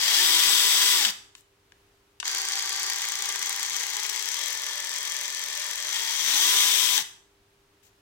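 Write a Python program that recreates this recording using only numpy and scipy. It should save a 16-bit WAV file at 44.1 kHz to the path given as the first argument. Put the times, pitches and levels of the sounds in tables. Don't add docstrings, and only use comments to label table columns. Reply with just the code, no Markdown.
import sys
import numpy as np
from scipy import signal
from scipy.fft import rfft, irfft, next_fast_len
from scipy.io import wavfile
from scipy.ndimage import uniform_filter1d

SR = 44100
rng = np.random.default_rng(int(sys.argv[2]) if len(sys.argv) > 2 else 0)


def master(y):
    cut = np.clip(np.atleast_2d(y).T, -1, 1)
    pcm = np.round(cut * 32767)
    wavfile.write(sys.argv[1], SR, pcm.astype(np.int16))


N = 353222
TIME = np.arange(N) / SR
OPPOSITE = np.array([[1], [-1]])
CRAWL_HZ, FULL_HZ, HARD_ACCEL_HZ_PER_S = 29, 198, 500
SETTLE_S = 2.96

# t/s, sprocket speed/Hz, glide/s
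TRIGGER = [(-.25, 197, .555), (.3, 199.5, .5), (.92, 0, .39), (2.228, 29.01, .033), (2.75, 29.46, .3),
           (3.879, 31.17, .15), (4.247, 43.83, .16), (4.8, 44.05, .5), (5.85, 67, .13), (6.08, 200.3, .42),
           (6.955, 0, .125)]
# start/s, stop/s, full-speed rattle gain/dB, bar ring gain/dB, link ring gain/dB, whistle gain/dB
RUNS = [(-.25, 1.11, -21.5, -8.5, -15, -39), (2.23, 7.029, -21.5, -17, -6, -49)]
# t/s, left minus right/dB, gain/dB
HOLD = [(0.5, 5, 0.65), (2.3, 2.5, 0.94), (3.0, 3.5, 1.2), (3.7, 5, 0.5), (4.1, 9, -0.5), (4.5, 11, -2),
        (4.62, 5.3, -2.5), (5.84, 6, -2), (5.92, 5.5, -1.2), (6.27, 9, -3.5), (6.42, 5, -0.5),
        (6.62, 4.4, 0.5), (6.77, 10.3, -2.5), (7.0, 11.5, -4)]
# f/Hz, left minus right/dB, coherence/0-1
STEREO_IMAGE = [(100, -3.5, 1), (400, 6.5, 0), (900, 5, 0.3), (1420, -4, 0.9), (2480, 9.5, 0.8),
                (4500, 5, 0.29), (6250, 11, 0), (8600, 5.5, 0), (15000, 12.5, 0)]
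# f/Hz, relative level/dB
CRAWL_SPECTRUM = [(220, -30), (420, -16), (620, -25), (950, -6.5), (1350, -14), (1950, -1.4), (2700, -10.5),
                  (3300, -4), (4300, -5), (6100, -6.5), (6900, -13), (7500, -5), (9000, -17), (16000, -24)]
# f/Hz, relative level/dB
FULL_SPECTRUM = [(185, -21), (430, -20.5), (650, -24), (950, -12), (1400, -10.5), (1950, -4.5),
                 (2700, -6.5), (3450, 3.5), (4400, -5), (5900, -3), (6900, -10.5), (7600, -3),
                 (9500, -10.5), (16000, -13)]
# f/Hz, relative level/dB
KNOCK_SPECTRUM = [(300, -22.5), (1500, -13), (3500, -7), (6500, 6.5), (8500, -0.5), (10000, 0.5),
                  (11500, -4.5), (16000, -8.5)]
# multiple of sprocket speed, crawl gain/dB, full-speed gain/dB
GEAR_TONES = [(27 / 16, -87, -56), (2, -91, -54.5), (27 / 8, -100, -65.5), (4, -91.5, -58.5), (5, -91, -50),
              (6, -96, -49.5), (10, -82.5, -41), (27 / 2, -66, -50), (20, -82.5, -49), (27, -60.5, -44.5),
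              (40, -57, -55.5), (81 / 2, -63, -49.5), (189 / 4, -63, -52.5), (54, -53.5, -63.5)]
# f/Hz, width/Hz, gain/dB
HOUSING_MODES = [(890, 236, 7), (1780, 73, 10.5)]
# f/Hz, width/Hz, gain/dB
BAR_MODES = [(4080, 420, -32.5), (4870, 200, -33)]
# f/Hz, relative density/dB
AIR_SPECTRUM = [(15, -36.5), (25, -8), (94, -9.5), (229, -18), (301, -14), (363, -15), (394, -13),
                (516, -19), (641, -19), (1040, -19.5), (2160, -23), (2990, -23.5), (16000, -36.5)]
# f/Hz, level/dB
MAINS_HUM = [(99.7, -77), (299.5, -81), (399, -72.5)]
# f/Hz, t60/s
ROOM_T60 = [(200, 0.49), (1000, 0.55), (4000, 0.4), (8000, 0.47), (15000, 0.33)]
# t/s, gain/dB, f/Hz, t60/s
CLICKS = [(1.049, -9.5, 3500, 0.047), (1.088, -17, 3240, 0.04), (1.103, -48, 3200, .025),
          (1.351, -28, 3200, 0.015), (1.380, -47, 4000, .03), (1.408, -52, 9000, .015),
          (1.721, -33, 2270, 0.008), (2.2004, -19, 3930, 0.031), (2.2284, -15.5, 1770, 0.02),
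          (3.223, -18, 6040, 0.0098), (3.4945, -21, 7400, 0.013), (6.9784, -4, 3300, 0.011),
          (7.828, -52, 2500, 0.02)]
# f/Hz, width/Hz, gain/dB
SHELL_MODES = [(1010, 250, 4.5), (1680, 360, 1.5), (2930, 840, -3), (3650, 430, -5), (4750, 320, -2),
               (5670, 550, -4.5), (7600, 1800, 3.5)]
# t/s, length/s, gain/dB
RUBS = [(1.355, .05, -60.5), (7.826, 0.053, -62.5)]
# f/Hz, relative level/dB
RUB_SPECTRUM = [(500, -15), (3000, -5), (5500, -6), (7200, -2), (9500, -10), (16000, -11)]


def undb(db):
    return 10 ** (np.asarray(db) / 20)


def over_time(rows):
    at_s, *columns = np.transpose(rows)
    return [np.interp(TIME, at_s, c) for c in columns]


def over_hz(rows, hz):
    at_hz, *columns = np.transpose(rows)
    return [np.interp(np.log(hz + 1), np.log(at_hz), c) for c in columns]


def colour(x, spectrum, size=1024):
    hz = np.fft.rfftfreq(size, 1 / SR)
    bass_cut = hz ** 3 / np.hypot(hz ** 3, spectrum[0][0] ** 3) + 1e-2
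    cepstrum = irfft(np.log(undb(over_hz(spectrum, hz)[0]) * bass_cut))
    cepstrum[1:size // 2] *= 2
    cepstrum[size // 2 + 1:] = 0
    response = irfft(np.exp(rfft(cepstrum)))
    return signal.oaconvolve(x, response[None] / np.linalg.norm(response), axes=1)[:, :N]


def ring(x, hz, width_hz):
    b, a = signal.iirpeak(hz, hz / (1.5 * width_hz), SR)
    return signal.lfilter(b, a, signal.lfilter(b, a, x + 1e-18))


def nearness(hz, centre_hz, width_hz):
    return 1 / (1 + (2 * (hz - centre_hz) / width_hz) ** 2)


def drift(rate_hz):
    step = int(SR / rate_hz)
    stairs = np.repeat(rng.standard_normal(N // step + 1), step)
    return uniform_filter1d(stairs, step)[:N] * np.sqrt(3 / 2)


def stereo_noise():
    size = next_fast_len(N)
    pan_db, coherence = over_hz(STEREO_IMAGE, np.fft.rfftfreq(size, 1 / SR))
    mid, side = rfft(rng.standard_normal((2, size)))
    both = np.sqrt((1 + coherence) / 2) * mid + OPPOSITE * np.sqrt((1 - coherence) / 2) * side
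    return irfft(both * undb(OPPOSITE * pan_db / 2), size)[:, :N]


def blows(count, scatter_db, decay_s, jitter_s=0., alternate_db=0.):
    at = np.flatnonzero(np.diff(np.floor(count)) > 0)
    strength, late = rng.standard_normal((len(at), 2)).T
    energy = undb(scatter_db * np.clip(strength, -2, 2) - alternate_db * (np.floor(count[at]) % 2)) ** 2
    jittered = np.clip(at + (late * jitter_s * SR).astype(int), 0, N - 1)
    train = np.bincount(jittered, energy / energy.mean(), N)
    return signal.lfilter([1], [1, -np.exp(-1 / (decay_s * SR))], train + 1e-18) / decay_s


def sprocket_speed_hz():
    speed_hz, last_hz = np.zeros(N), 0
    for start_s, hz, glide_s in TRIGGER:
        u = np.clip((TIME - start_s) / glide_s, 0, 1)
        speed_hz += (hz - last_hz) * u * u * (3 - 2 * u)
        last_hz = hz
    return np.maximum(speed_hz, 0)


def chain(speed_hz, turns, rattle_db, bar_db, link_db):
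    fast = np.clip((speed_hz - 50) / 130, 0, 1)
    brisk = np.clip((speed_hz - CRAWL_HZ) / 35, 0, 1)
    off_crawl = np.clip((speed_hz - CRAWL_HZ) / 3, 0, 1)
    rate_hz = np.maximum(speed_hz, 20)
    links = blows(10 * turns, scatter_db=3.3, decay_s=.0008, jitter_s=.0003) / (10 * rate_hz)
    snaps = np.maximum(turns - .02, 0) + .5 * (TIME > SETTLE_S)
    knocks = blows(snaps, scatter_db=1, decay_s=.0006, alternate_db=2.5) / rate_hz
    shakes = blows(27 / 16 * turns, scatter_db=4, decay_s=.0024, jitter_s=.00043) / (27 / 16 * rate_hz)
    drive = np.sqrt(.55 * links + (.039 + .12 * fast) * shakes + .04 * knocks + .24) * undb(rattle_db)
    rattle = stereo_noise() * drive
    body = colour(rattle * np.sqrt(1 - fast), CRAWL_SPECTRUM) * undb(-1.5)
    body += colour(rattle * np.sqrt(fast), FULL_SPECTRUM) * undb(-.5)
    strikes = stereo_noise() * drive
    guard = ring(strikes, hz=3273, width_hz=98) * undb(9 + 6.7 * brisk - 4.9 * fast)
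    guard += ring(strikes * fast, hz=3560, width_hz=220) * undb(7.5)
    bar = ring(strikes * undb(bar_db + 14.5), hz=4760, width_hz=580)
    link_strikes = stereo_noise() * drive * undb(link_db)
    link_ring = ring(link_strikes, hz=6033, width_hz=450) * undb(13 - 1.8 * fast)
    link_ring += ring(link_strikes, hz=6546, width_hz=190) * undb(16 - 10 * off_crawl)
    knock = colour(stereo_noise() * np.sqrt(knocks) * undb(rattle_db - 8 - 6.4 * fast), KNOCK_SPECTRUM)
    return body + guard + bar + link_ring + knock


def bar_squeal(speed_hz, multiple=25.5):
    squeal = 0
    for hz, width_hz, db in BAR_MODES:
        gain = undb(db + 3 * drift(70)) * nearness(multiple * speed_hz, hz, width_hz)
        squeal += gain * np.sin(2 * np.pi * hz * TIME + 1.5 * drift(90))
    return squeal


def gears(speed_hz, turns, accel, whistle_db, flutter_turns=.0025):
    angle = 2 * np.pi * (turns + flutter_turns * drift(45))
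    effort = np.log(np.maximum(speed_hz, CRAWL_HZ) / CRAWL_HZ) / np.log(FULL_HZ / CRAWL_HZ)
    tones = 0
    for multiple, crawl_db, full_db in GEAR_TONES:
        lift_db = sum(db * nearness(multiple * speed_hz, hz, width) for hz, width, db in HOUSING_MODES)
        gain = undb(crawl_db + (full_db - crawl_db) * effort + lift_db + 2.7 * drift(35))
        tones += gain * np.sin(multiple * angle)
    flat_out = np.clip((speed_hz - 160) / 20, 0, 1)
    bar_whistle = undb(whistle_db + 3 * drift(50)) * flat_out * np.sin(40 * angle)
    squeal = bar_squeal(speed_hz) * np.clip(1 + 10 * accel, 0, 1)
    squeal = squeal * OPPOSITE
    brake_load = np.clip(-accel, 0, 1) * (speed_hz < 135) * (speed_hz > 80)
    motor_groan = undb(-56) * brake_load * np.sin(27 / 16 * angle)
    spun_up = np.clip(speed_hz / CRAWL_HZ, 0, 1) ** 6
    balance = undb([[1.2], [-1.5]])
    return np.sqrt(2) * (tones + bar_whistle + squeal + motor_groan) * spun_up * balance


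def saw(start_s, stop_s, full_db, bar_db, link_db, whistle_db):
    crawl_db, coast_db, slack_db, pull_db = -31.5, -10, 11.5, 5.5
    speed_hz = sprocket_speed_hz()
    turns = np.cumsum(speed_hz * (TIME >= start_s - .05)) / SR
    pace = np.clip((speed_hz - CRAWL_HZ) / (FULL_HZ - CRAWL_HZ), 0, 1)
    accel = np.gradient(speed_hz) * SR / HARD_ACCEL_HZ_PER_S
    coasting = np.clip(-accel, 0, 1) * (1 - pace)
    pulling = np.sqrt(np.clip(accel, 0, 1))
    slack = (TIME < SETTLE_S) * (1 - pace)
    rattle_db = crawl_db + (full_db - crawl_db) * pace ** .99 + coast_db * coasting
    rattle = chain(speed_hz, turns, rattle_db, bar_db + slack_db * slack, link_db + pull_db * pulling)
    pan_db, hold_db = over_time(HOLD)
    sway = undb(OPPOSITE * (pan_db - 6) / 2)
    rattle *= sway * np.clip(speed_hz / CRAWL_HZ, 0, 1)
    running = (TIME >= start_s) & (TIME < stop_s)
    gate = uniform_filter1d(running * 1., size=300)
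    return (rattle + gears(speed_hz, turns, accel, whistle_db)) * undb(hold_db) * gate


def echoes(x, wet_db, onset_s=.0033):
    hz, t, bins = signal.stft(rng.standard_normal((2, SR * 2 // 3)), SR)
    t60_s, = over_hz(ROOM_T60, hz)
    tail = signal.istft(bins * undb(-60 * t / t60_s[:, None]), SR)[1]
    tail *= np.clip(TIME[:tail.shape[1]] / onset_s, 0, 1)
    tail /= np.linalg.norm(tail, axis=1, keepdims=True)
    return undb(wet_db) * signal.oaconvolve(x.mean(0)[None], tail, axes=1)[:, :N]


def workshop(air_db=-65):
    size = next_fast_len(N)
    hz = np.fft.rfftfreq(size, 1 / SR)
    mid, side = rfft(rng.standard_normal((2, size)))
    both = mid + OPPOSITE * side * np.clip(hz / 900, 0, .9)
    air = irfft(both * undb(over_hz(AIR_SPECTRUM, hz)[0]), size)[:, :N]
    air *= undb(air_db) / np.sqrt(np.mean(air ** 2))
    hum = sum(undb(db + .5 * drift(3.9)) * np.sin(2 * np.pi * hum_hz * TIME + .27 * drift(23))
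              for hum_hz, db in MAINS_HUM)
    return air * undb(.8 * drift(4.7)) + np.sqrt(2) * hum


def clicks():
    noise, force = stereo_noise(), np.zeros((2, N))
    t = TIME[:SR // 10]
    for start_s, db, hz, t60_s in CLICKS:
        start = int(start_s * SR)
        span = slice(start, start + len(t))
        burst = noise[:, span] * undb(db - 60 * t / t60_s)
        force[:, span] += ring(burst, hz, width_hz=hz * 2 / 3)
    return sum(undb(db + 6) * signal.lfilter(*signal.iirpeak(hz, hz / width_hz, SR), force)
               for hz, width_hz, db in SHELL_MODES)


def finger(attack_s=.006, release_s=.012):
    envelope = 0
    for start_s, length_s, db in RUBS:
        rise = np.clip((TIME - start_s) / attack_s, 0, 1)
        fall = np.exp(-np.maximum(TIME - start_s - length_s, 0) / release_s)
        envelope += undb(db) * rise * fall
    return colour(stereo_noise() * envelope * undb(2 * drift(300)), RUB_SPECTRUM)


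def scene():
    right_lag_samples = 5
    tool = sum(saw(*run) for run in RUNS) + clicks() + finger()
    direct = np.array([tool[0], np.pad(tool[1], (right_lag_samples, 0))[:N]])
    return direct + echoes(tool, wet_db=-9) + workshop()


def record(dry):
    return signal.sosfilt(signal.ellip(10, .2, 70, 15900, fs=SR, output="sos"), dry)


dry = scene()
out = record(dry)
master(out)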